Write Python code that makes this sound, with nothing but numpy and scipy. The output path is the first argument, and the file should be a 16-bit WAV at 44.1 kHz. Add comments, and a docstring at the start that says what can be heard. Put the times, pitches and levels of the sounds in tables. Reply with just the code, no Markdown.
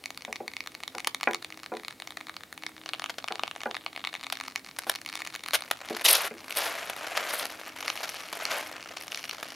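"""In a garage, expanding foam sputters out of a long metal nozzle into a slot in a car panel.
Gas pockets burst at the tip one by one: each click sets the modes of nozzle mouth and slot ringing.
Longer gas bursts fall among the clicks, and from about 6 s spurts join them: shaped noise with a
treble jet hiss; gas also seeps through the foam. The nozzle now and then knocks the sheet metal, a
filtered click into the panel modes. Room noise and a faint hum of narrow-band noise lie below."""
import sys
import numpy as np
from scipy import signal
from scipy.fft import rfft, irfft, next_fast_len
from scipy.io import wavfile
from scipy.ndimage import uniform_filter1d

SR = 44100
rng = np.random.default_rng(int(sys.argv[2]) if len(sys.argv) > 2 else 0)


def generate_wav(sig):
    """Save sig (samples, or channels by samples) to the path in sys.argv[1] as 16-bit PCM at SR."""
    pcm = np.round(np.clip(np.atleast_2d(sig).T, -1, 1) * 32767).astype(np.int16)
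    wavfile.write(sys.argv[1], SR, pcm)


def rack_gain(trim_db):
    """Turn a fader trim in dB into the linear factor to multiply a signal by."""
    fader = np.asarray(trim_db, float)
    return 10 ** (fader / 20)


N = 421155   # length in samples

# noise spectrum of the room air: pitch_hz, relative density_db
AIR_SPECTRUM = [(28, -30), (70, -4.5), (200, -1), (469, -3.5), (1620, -13.5), (2190, -8), (2650, -14),
                (4030, -12), (6000, -17), (16000, -20.5)]
# hum tones as narrow bands of noise: pitch_hz, width_hz, rms level_db
HUM_TONES = [(265.3, 2, -65), (315, 1.2, -64)]
# nozzle against the panel: start_s, relative level_db, hardness_hz
KNOCKS = [(0.279, -18.5, 794), (0.403, -14.5, 800), (0.947, -17.5, 1210), (1.2736, 0, 2600),
          (1.7186, -9.5, 950), (3.306, -13, 1510), (3.658, -7.5, 1550), (4.868, -17, 1300),
          (5.906, -11, 567), (6.31, -17.5, 485)]
# modes of the sheet metal: pitch_hz, relative level_db, t60_s
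PANEL_MODES = [(226, -6.5, 0.19), (347, -8.5, 0.32), (433.5, -3, 0.25), (515, -1.5, .17), (608, -2.5, 0.17),
               (746, 2, 0.19), (823, 2, 0.15), (988, -2, 0.16), (1173, 0, 0.1), (1450, 8.5, 0.091),
               (1655, 5, 0.095), (2030, 9.5, 0.043), (2410, 11, 0.043)]
# gas seeping through the foam: time_s, sputter level_db, treble hiss against sputter_db
SEEP = [(5.3, -65, -11), (5.8, -51, -18), (5.95, -41, -12), (6.3, -53.5, -22), (6.55, -43, -5),
        (6.7, -35.5, -14), (6.97, -42, -14.5), (7.2, -34.5, -15.5), (7.5, -41.5, -11), (7.75, -45.5, -16),
        (7.9, -40, -10), (8.3, -43, -11), (8.63, -39, -13), (8.82, -47, -23), (9.15, -47, -5.5),
        (9.55, -45.5, -15)]
# spurts, when the gas blows a channel open: start_s, length_s, sputter level_db, hiss against sputter_db
SPURTS = [(6.038, 0.12, -24, 3.5), (6.142, 0.13, -29.5, -5), (6.555, 0.12, -29, -4.5),
          (7.275, 0.17, -34, -1), (8.39, 0.11, -35.5, -13.5), (8.496, 0.1, -31, -11.5)]
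# longer single gas bursts: start_s, relative level_db, length_s
BURSTS = [(1.0721, -14.5, 0.0058), (3.096, -22, 0.012), (3.183, -23, 0.0075), (4.324, -16.5, 0.0064),
          (4.787, -18, 0.0056), (4.868, -32.5, 0.031), (4.8962, -13.5, 0.0053), (5.534, -11.5, 0.026),
          (5.7114, -11.5, 0.0042), (5.966, -25, 0.0075), (7.068, -27, 0.0054), (7.17, -18.5, 0.0096),
          (8.033, -25.5, 0.016), (8.328, -21, 0.0074), (9.428, -22, 0.0059)]
# noise spectrum of tearing foam: pitch_hz, relative density_db
SPUTTER_SPECTRUM = [(88, -50), (150, -24.5), (643, 8), (938, 3), (1280, 5.5), (2170, 3.5), (5110, -6),
                    (7450, -9), (11000, -56)]
# jet resonances, each passed twice: pitch_hz, width_hz of one pass, relative level_db
JET_MODES = [(8980, 1800, 25.5), (10990, 4200, 33)]
# single gas pockets bursting: start_s, relative level_db
POPS = [(0.0391, -25), (0.0578, -19), (0.1045, -17.5), (0.175, -20), (0.221, -27), (0.2496, -20),
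        (0.3273, -16), (0.358, -23), (0.364, -25), (0.4793, -20), (0.536, -25), (0.5667, -18.5),
        (0.6053, -19.5), (0.661, -25), (0.673, -17), (0.719, -32.5), (0.7499, -19.5), (0.8348, -16.5),
        (0.8781, -19), (0.9503, -22.5), (0.9825, -18), (1.0026, -20.5), (1.046, -18), (1.1464, -13),
        (1.2102, -20), (1.231, -13.5), (1.238, -18), (1.3102, -19.5), (1.3333, -16), (1.3459, -13),
        (1.4252, -24.5), (1.446, -18.5), (1.503, -27.5), (1.5238, -27), (1.574, -25), (1.6328, -24.5),
        (1.661, -24), (1.797, -30), (1.834, -28), (1.848, -25.5), (1.882, -20), (1.9078, -26.5), (2, -26),
        (2.021, -22), (2.0735, -23), (2.106, -25.5), (2.1706, -21.5), (2.21, -27.5), (2.269, -27),
        (2.284, -32), (2.2948, -23.5), (2.366, -22.5), (2.4346, -24.5), (2.5265, -23.5), (2.577, -24.5),
        (2.6354, -21.5), (2.665, -19), (2.86, -16.5), (2.8902, -16.5), (2.9343, -12.5), (2.941, -19),
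        (2.9486, -23), (2.996, -16), (3.0198, -13.5), (3.041, -12.5), (3.06, -15.5), (3.242, -16.5),
        (3.278, -20), (3.2837, -11.5), (3.3226, -15), (3.3555, -18), (3.3944, -14), (3.4348, -7),
        (3.4783, -19), (3.5119, -18), (3.5615, -19), (3.605, -22.5), (3.6156, -20), (3.6339, -13),
        (3.7116, -15), (3.7445, -15), (3.751, -17), (3.7668, -14.5), (3.863, -14.5), (3.929, -26.5),
        (3.962, -19.5), (3.9757, -18), (4.0404, -20.5), (4.0493, -15), (4.0721, -14), (4.129, -22.5),
        (4.14, -17.5), (4.1517, -18.5), (4.211, -24.5), (4.236, -21), (4.2432, -26), (4.267, -19.5),
        (4.3005, -17), (4.354, -26), (4.371, -22), (4.4005, -22), (4.4102, -19), (4.4372, -22.5),
        (4.481, -20.5), (4.5588, -15.5), (4.9162, -24), (4.9514, -24), (4.9575, -19), (5.0152, -24.5),
        (5.061, -20), (5.089, -25), (5.127, -23), (5.154, -16.5), (5.204, -25.5), (5.219, -20.5),
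        (5.25, -24.5), (5.273, -18.5), (5.343, -26), (5.3515, -21), (5.36, -21), (5.437, -23), (5.461, -22),
        (5.479, -26), (5.485, -14), (5.508, -20), (5.6067, -25), (5.6216, -20.5), (5.887, -23),
        (5.9952, -22), (6.206, -16), (6.507, -16.5), (6.524, -18.5), (7.8055, -16), (7.8267, -17),
        (7.8797, -9), (7.9008, -11.5), (7.9748, -19), (8.092, -17), (8.205, -23), (8.2866, -24),
        (8.453, -9.5), (8.9704, -17.5), (9.0112, -22.5), (9.08, -15.5), (9.1196, -17), (9.146, -14.5),
        (9.174, -17), (9.1934, -25), (9.2402, -17), (9.2531, -22), (9.2946, -18), (9.311, -19)]
# modes of nozzle mouth and slot: pitch_hz, relative level_db
MOUTH_MODES = [(720, -12), (1200, -5.5), (1750, -6.5), (2220, 2.5), (2880, -6), (3650, -5), (4300, 0),
               (5700, -1), (6800, -9), (9500, -8.5), (11000, -17.5), (13200, -21)]
# the growing foam shifts the colour: time_s, cavity depth_db, sharpness_db_per_octave,
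# mouth cover_db, focus on the slot mode_db, faint bursts_per_s
FOAM = [(0, -2.5, 1, 2, 2, 7), (2.6, 8, 2, 1, 7, 16), (2.95, -1, -2, 8, 5.5, 50),
        (3.6, 1.5, -1.5, 7.5, 3.5, 40), (3.8, -2.5, -3.5, 5.5, 10.5, 60), (4.6, 5, 3, 3, 1, 60),
        (5.4, 4, 2.5, 2.5, 4.5, 100), (6.5, -3.5, -0.5, 4.5, -1.5, 56), (9.55, -5, 0.5, 6.5, -2, 82)]


def rms_one(x):
    """Normalization to unit effective value."""
    return x / np.sqrt(np.mean(x ** 2) + 1e-20)


def in_time(rows):
    """Linear interpolation of each column over the time in the first."""
    time_s, *columns = np.transpose(rows)
    return [np.interp(np.arange(N) / SR, time_s, column) for column in columns]


def drift(rate_hz):
    """Slow random fluctuation: coarse noise through a double one-pole low-pass; spread 1."""
    r = np.exp(-20 * np.pi * rate_hz / SR)   # one coarse step is 10 samples
    slow = signal.lfilter([1], [1, -2 * r, r * r], rng.standard_normal(N // 10 + 4002))[4000:]
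    return np.interp(np.arange(N) / 10, np.arange(len(slow)), rms_one(slow))


def filtered(x, order, hz, kind):
    """Butterworth filter, maximally flat in its pass band."""
    return signal.sosfilt(signal.butter(order, hz, kind, fs=SR, output="sos"), x)


def ring(clicks, hz, t60_s):
    """Impulse response of a damped mode: a unit click sets a sine of height 1 ringing."""
    r, w = rack_gain(-60 / (t60_s * SR)), 2 * np.pi * hz / SR
    return signal.lfilter([0, np.sin(w)], [1, -2 * r * np.cos(w), r * r], clicks + 1e-18)


def resonance(x, hz, width_hz):
    """Two-pole resonance of peak gain 1."""
    r, w = np.exp(-np.pi * width_hz / SR), 2 * np.pi * hz / SR
    return signal.lfilter([(1 - r * r) / 2, 0, (r * r - 1) / 2], [1, -2 * r * np.cos(w), r * r], x)


def coloured(x, spectrum):
    """Spectral shaping by an outline that is linear in dB over log frequency; rms 1."""
    size = next_fast_len(N)
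    hz = np.arange(size // 2 + 1) * SR / size + 1
    pitch_hz, level_db = np.transpose(spectrum)
    gain = rack_gain(np.interp(np.log(hz), np.log(pitch_hz), level_db))
    return rms_one(irfft(rfft(x, size) * gain, size)[..., :N])


def grains(per_s, spread_db):
    """Poisson-like train of clicks of random sign and uneven size."""
    sizes = rack_gain(spread_db * np.minimum(rng.exponential(1, N), 4)) * rng.choice([-1, 1], N)
    return sizes * (rng.random(N) < per_s / SR)


def air():
    """Diffuse noise: a strong common part and a weak opposed part make it nearly alike in both ears."""
    mid, side = coloured(rng.standard_normal((2, N)), AIR_SPECTRUM)
    return rack_gain(-56) * (mid + rack_gain(-19) * side * [[1], [-1]])


def hum():
    """Narrow-band noise: a sharp resonance turns noise into a wavering tone."""
    return sum(rack_gain(level_db) * rms_one(resonance(rng.standard_normal(N), hz, width_hz))
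               for hz, width_hz, level_db in HUM_TONES)


def garage(x):
    """Reverberation: eight feedback delays a side, duller on every round."""
    t60_s, wall_cut_hz = 0.15, 11500
    size = next_fast_len(N + SR)
    w = 2 * np.pi * np.arange(size // 2 + 1) / size
    dull = 1 / np.sqrt(1 + (w * SR / (2 * np.pi * wall_cut_hz)) ** 2)
    response = np.zeros((2, len(w)), complex)
    for k, lag in enumerate(rng.uniform(0.003, 0.026, 16) * SR):
        loop = rack_gain(-60 * lag / SR / t60_s) * dull * np.exp(-1j * w * lag)
        response[k % 2] += (-1) ** (k // 2) * loop / (1 - loop)
    return irfft(response * rfft(x, size), size)[:, :N]


def knocks():
    """Impact excitation: a push low-passed by its hardness thumps and rings the panel modes."""
    out, span = np.zeros(N), SR // 2
    click = signal.unit_impulse(span) + 1e-18
    near = np.arange(5)[:, None] > 0   # each mode sits amid four weaker neighbours
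    for start_s, level_db, hard_hz in KNOCKS:
        push = filtered(click, 3, hard_hz, "low") + rack_gain(-18.5) * click   # a little grit clatters
        # the spot struck sets strength, sign and detuning
        spot = rng.standard_normal((3, 5, len(PANEL_MODES)))
        strength = rack_gain(2 * spot[0] - 6 * near) * np.sign(spot[2])
        shift = 0.07 * spot[1] * near
        ringing = np.zeros(span)
        for k, (hz, mode_db, t60_s) in enumerate(PANEL_MODES):
            for j in range(5):
                mode = ring(push, hz * (1 + shift[j, k]), t60_s * (1 - 0.18 * (j > 0)))
                ringing += rack_gain(mode_db) * strength[j, k] * mode
        ringing /= np.std(ringing[:SR // 30])
        thump = ring(push, 1.16 * hard_hz, 3.5 / hard_hz)   # the contact itself
        thump *= rack_gain(9) / np.abs(thump).max()
        i = round(start_s * SR)
        out[i:i + span] += rack_gain(level_db - 23.5) * (ringing + thump)[:N - i]
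    return out


def stream():
    """Addition of powers: spurts open fast, sag as the pressure falls, shut, and add to the seep."""
    open_s, shut_s = 0.017, 0.021
    sag_db_per_s, hiss_sag_db_per_s = 28.5, 48
    t = np.arange(N) / SR
    seep_db, seep_hiss_db = in_time(SEEP)
    power = rack_gain(2 * seep_db)
    weighted_hiss_db = power * seep_hiss_db
    for start_s, length_s, sputter_db, treble_db in SPURTS:
        age = np.clip(t - start_s, 0, length_s)
        opening = np.clip((t - start_s) / open_s, 0, 1)
        shutting = np.clip((start_s + length_s - t) / shut_s + 1, 0, 1)
        spurt = (opening * shutting * rack_gain(sputter_db - sag_db_per_s * age)) ** 2
        power = power + spurt
        weighted_hiss_db = weighted_hiss_db + spurt * (treble_db - hiss_sag_db_per_s * age)
    return 10 * np.log10(power), weighted_hiss_db / power


def gulping_flow(sputter_db):
    """Intermittent flow: short gulps that merge into a steadier stream as the flow grows."""
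    fade = np.exp(-1 / (0.002 * SR))
    gulps = signal.lfilter([1], [1, -fade], np.abs(grains(per_s=130, spread_db=3)))
    gulps = rms_one(uniform_filter1d(gulps, size=30))
    steady = np.clip((sputter_db + 55) / 26, 0.15, 0.9)
    return rack_gain(sputter_db + 1.5 * drift(30)) * (steady + 1.2 * (1 - steady) * gulps)


def burst_envelope():
    """Sudden release of pressure: each gas burst cracks open, holds and shuts fast."""
    t, out = np.arange(N) / SR, np.zeros(N)
    for start_s, level_db, length_s in BURSTS:
        i = slice(round(start_s * SR), round((start_s + 3 * length_s + 0.01) * SR))
        age = t[i] - start_s
        hold = 1 / (1 + (age / max(length_s, 0.002)) ** 8)
        out[i] += rack_gain(level_db - 10) * hold * (1 + np.exp(-age / 0.001))
    return out


def gas():
    """Turbulent noise: dense tearing of foam, with a treble jet hiss that follows the flow."""
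    sputter_db, hiss_db = stream()
    flow, burst = gulping_flow(sputter_db), burst_envelope()
    sharpness_db = in_time(FOAM)[1]
    tearing = 1.3 * rms_one(grains(per_s=2500, spread_db=3.6)) + rng.standard_normal(N)
    sputter = coloured(tearing, SPUTTER_SPECTRUM)
    hiss = rms_one(sum(rack_gain(level_db) * resonance(resonance(tearing, hz, width_hz), hz, width_hz)
                       for hz, width_hz, level_db in JET_MODES))
    upper = filtered(sputter, 2, [2800, 8000], "band")
    thin = filtered(sputter, 1, 600, "high")   # short bursts leave the cavity silent
    # a faster jet also sharpens the sputter
    bright = rack_gain(0.76 * (hiss_db + 13) + 2.5 * drift(89)) - 1
    streaming = sputter + bright * upper + rack_gain(hiss_db + 4.8 * drift(99)) * hiss
    bursting = thin + 0.63 * upper + rack_gain(2.6 * sharpness_db - 11.5) * hiss
    return flow * streaming + burst * bursting


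def pops():
    """Modal excitation: each burst tears in under a millisecond and rings the mouth modes unequally."""
    depth_db, sharpness_db, cover_db, focus_db, faint_per_s = in_time(FOAM)
    start_s, level_db = np.transpose(POPS)
    at = np.round(start_s * SR).astype(int)
    out = np.zeros(N)
    faint = np.abs(rack_gain(-46.5) * grains(faint_per_s, spread_db=2.5))   # fills in between
    for k, (hz, mode_db) in enumerate(MOUTH_MODES):
        moved = cover_db * ((k == 4) - 0.83 * (k == 3))   # a covered mouth rings in the next mode up
        moved = moved + focus_db * ((k == 5) - 1.0 * (k == 7))
        tilt_db = sharpness_db * np.log2(hz / 2000)
        colour = rack_gain(mode_db + tilt_db + depth_db * (k < 3) + moved)
        t60_s = 0.012 * np.sqrt(2000 / hz) * (1 + 0.5 * (k == 3))   # the nozzle's own mode rings on
        mode_chance_db = 3.44 * rng.standard_normal(len(at))
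        for step in (-1, 0, 1):   # wet foam smears every mode into a close group
            clicks = faint * rack_gain(2.85 * rng.standard_normal(N))
            late = at + (6 + 3.4 * np.abs(rng.standard_normal(len(at)))).astype(int)
            chance_db = mode_chance_db + 1.54 * rng.standard_normal(len(at))
            clicks[late] += rack_gain(level_db - 13 + chance_db)
            group_gain = rack_gain(-9.0 * (step != 0))
            out += (-1) ** k * ring(clicks * colour * group_gain, hz * (1 + 0.087 * step), t60_s)
    # the film snaps before anything rings
    snaps = np.zeros(N)
    snaps[at + 6] = rack_gain(level_db - 11.5 + 3.8 * sharpness_db[at])
    return out - filtered(snaps, 2, 2430, "high")


def scene():
    """Superposition of direct sound, reverberation and background."""
    left_db, garage_db, width_db = 1.5, -18, -18.5
    foam, panel = filtered([pops() + gas(), knocks()], 4, 200, "high")   # small sources radiate no bass
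    wet = garage(foam + panel)
    # close microphones differ little in the bass
    apart = filtered((wet[0] - wet[1]) / 2, 1, 700, "high")
    room = rack_gain(garage_db) * wet.mean(0) + rack_gain(width_db) * apart * [[1], [-1]]
    return foam * rack_gain([[left_db / 2], [-left_db / 2]]) + panel + room + air() + hum()


def low_pass(x):
    """Removes everything above the highest recorded frequency."""
    return signal.sosfilt(signal.butter(12, 16800, fs=SR, output="sos"), x)


def record(dry):
    """Saturation and band limiting: peaks are rounded and the top is cut."""
    rounded = 0.8 * np.tanh(dry / 0.8)
    mix = signal.sosfilt(signal.cheby2(10, 50, 16700, fs=SR, output="sos"), rounded)
    return low_pass(mix)


dry = scene()
out = record(dry)
generate_wav(out)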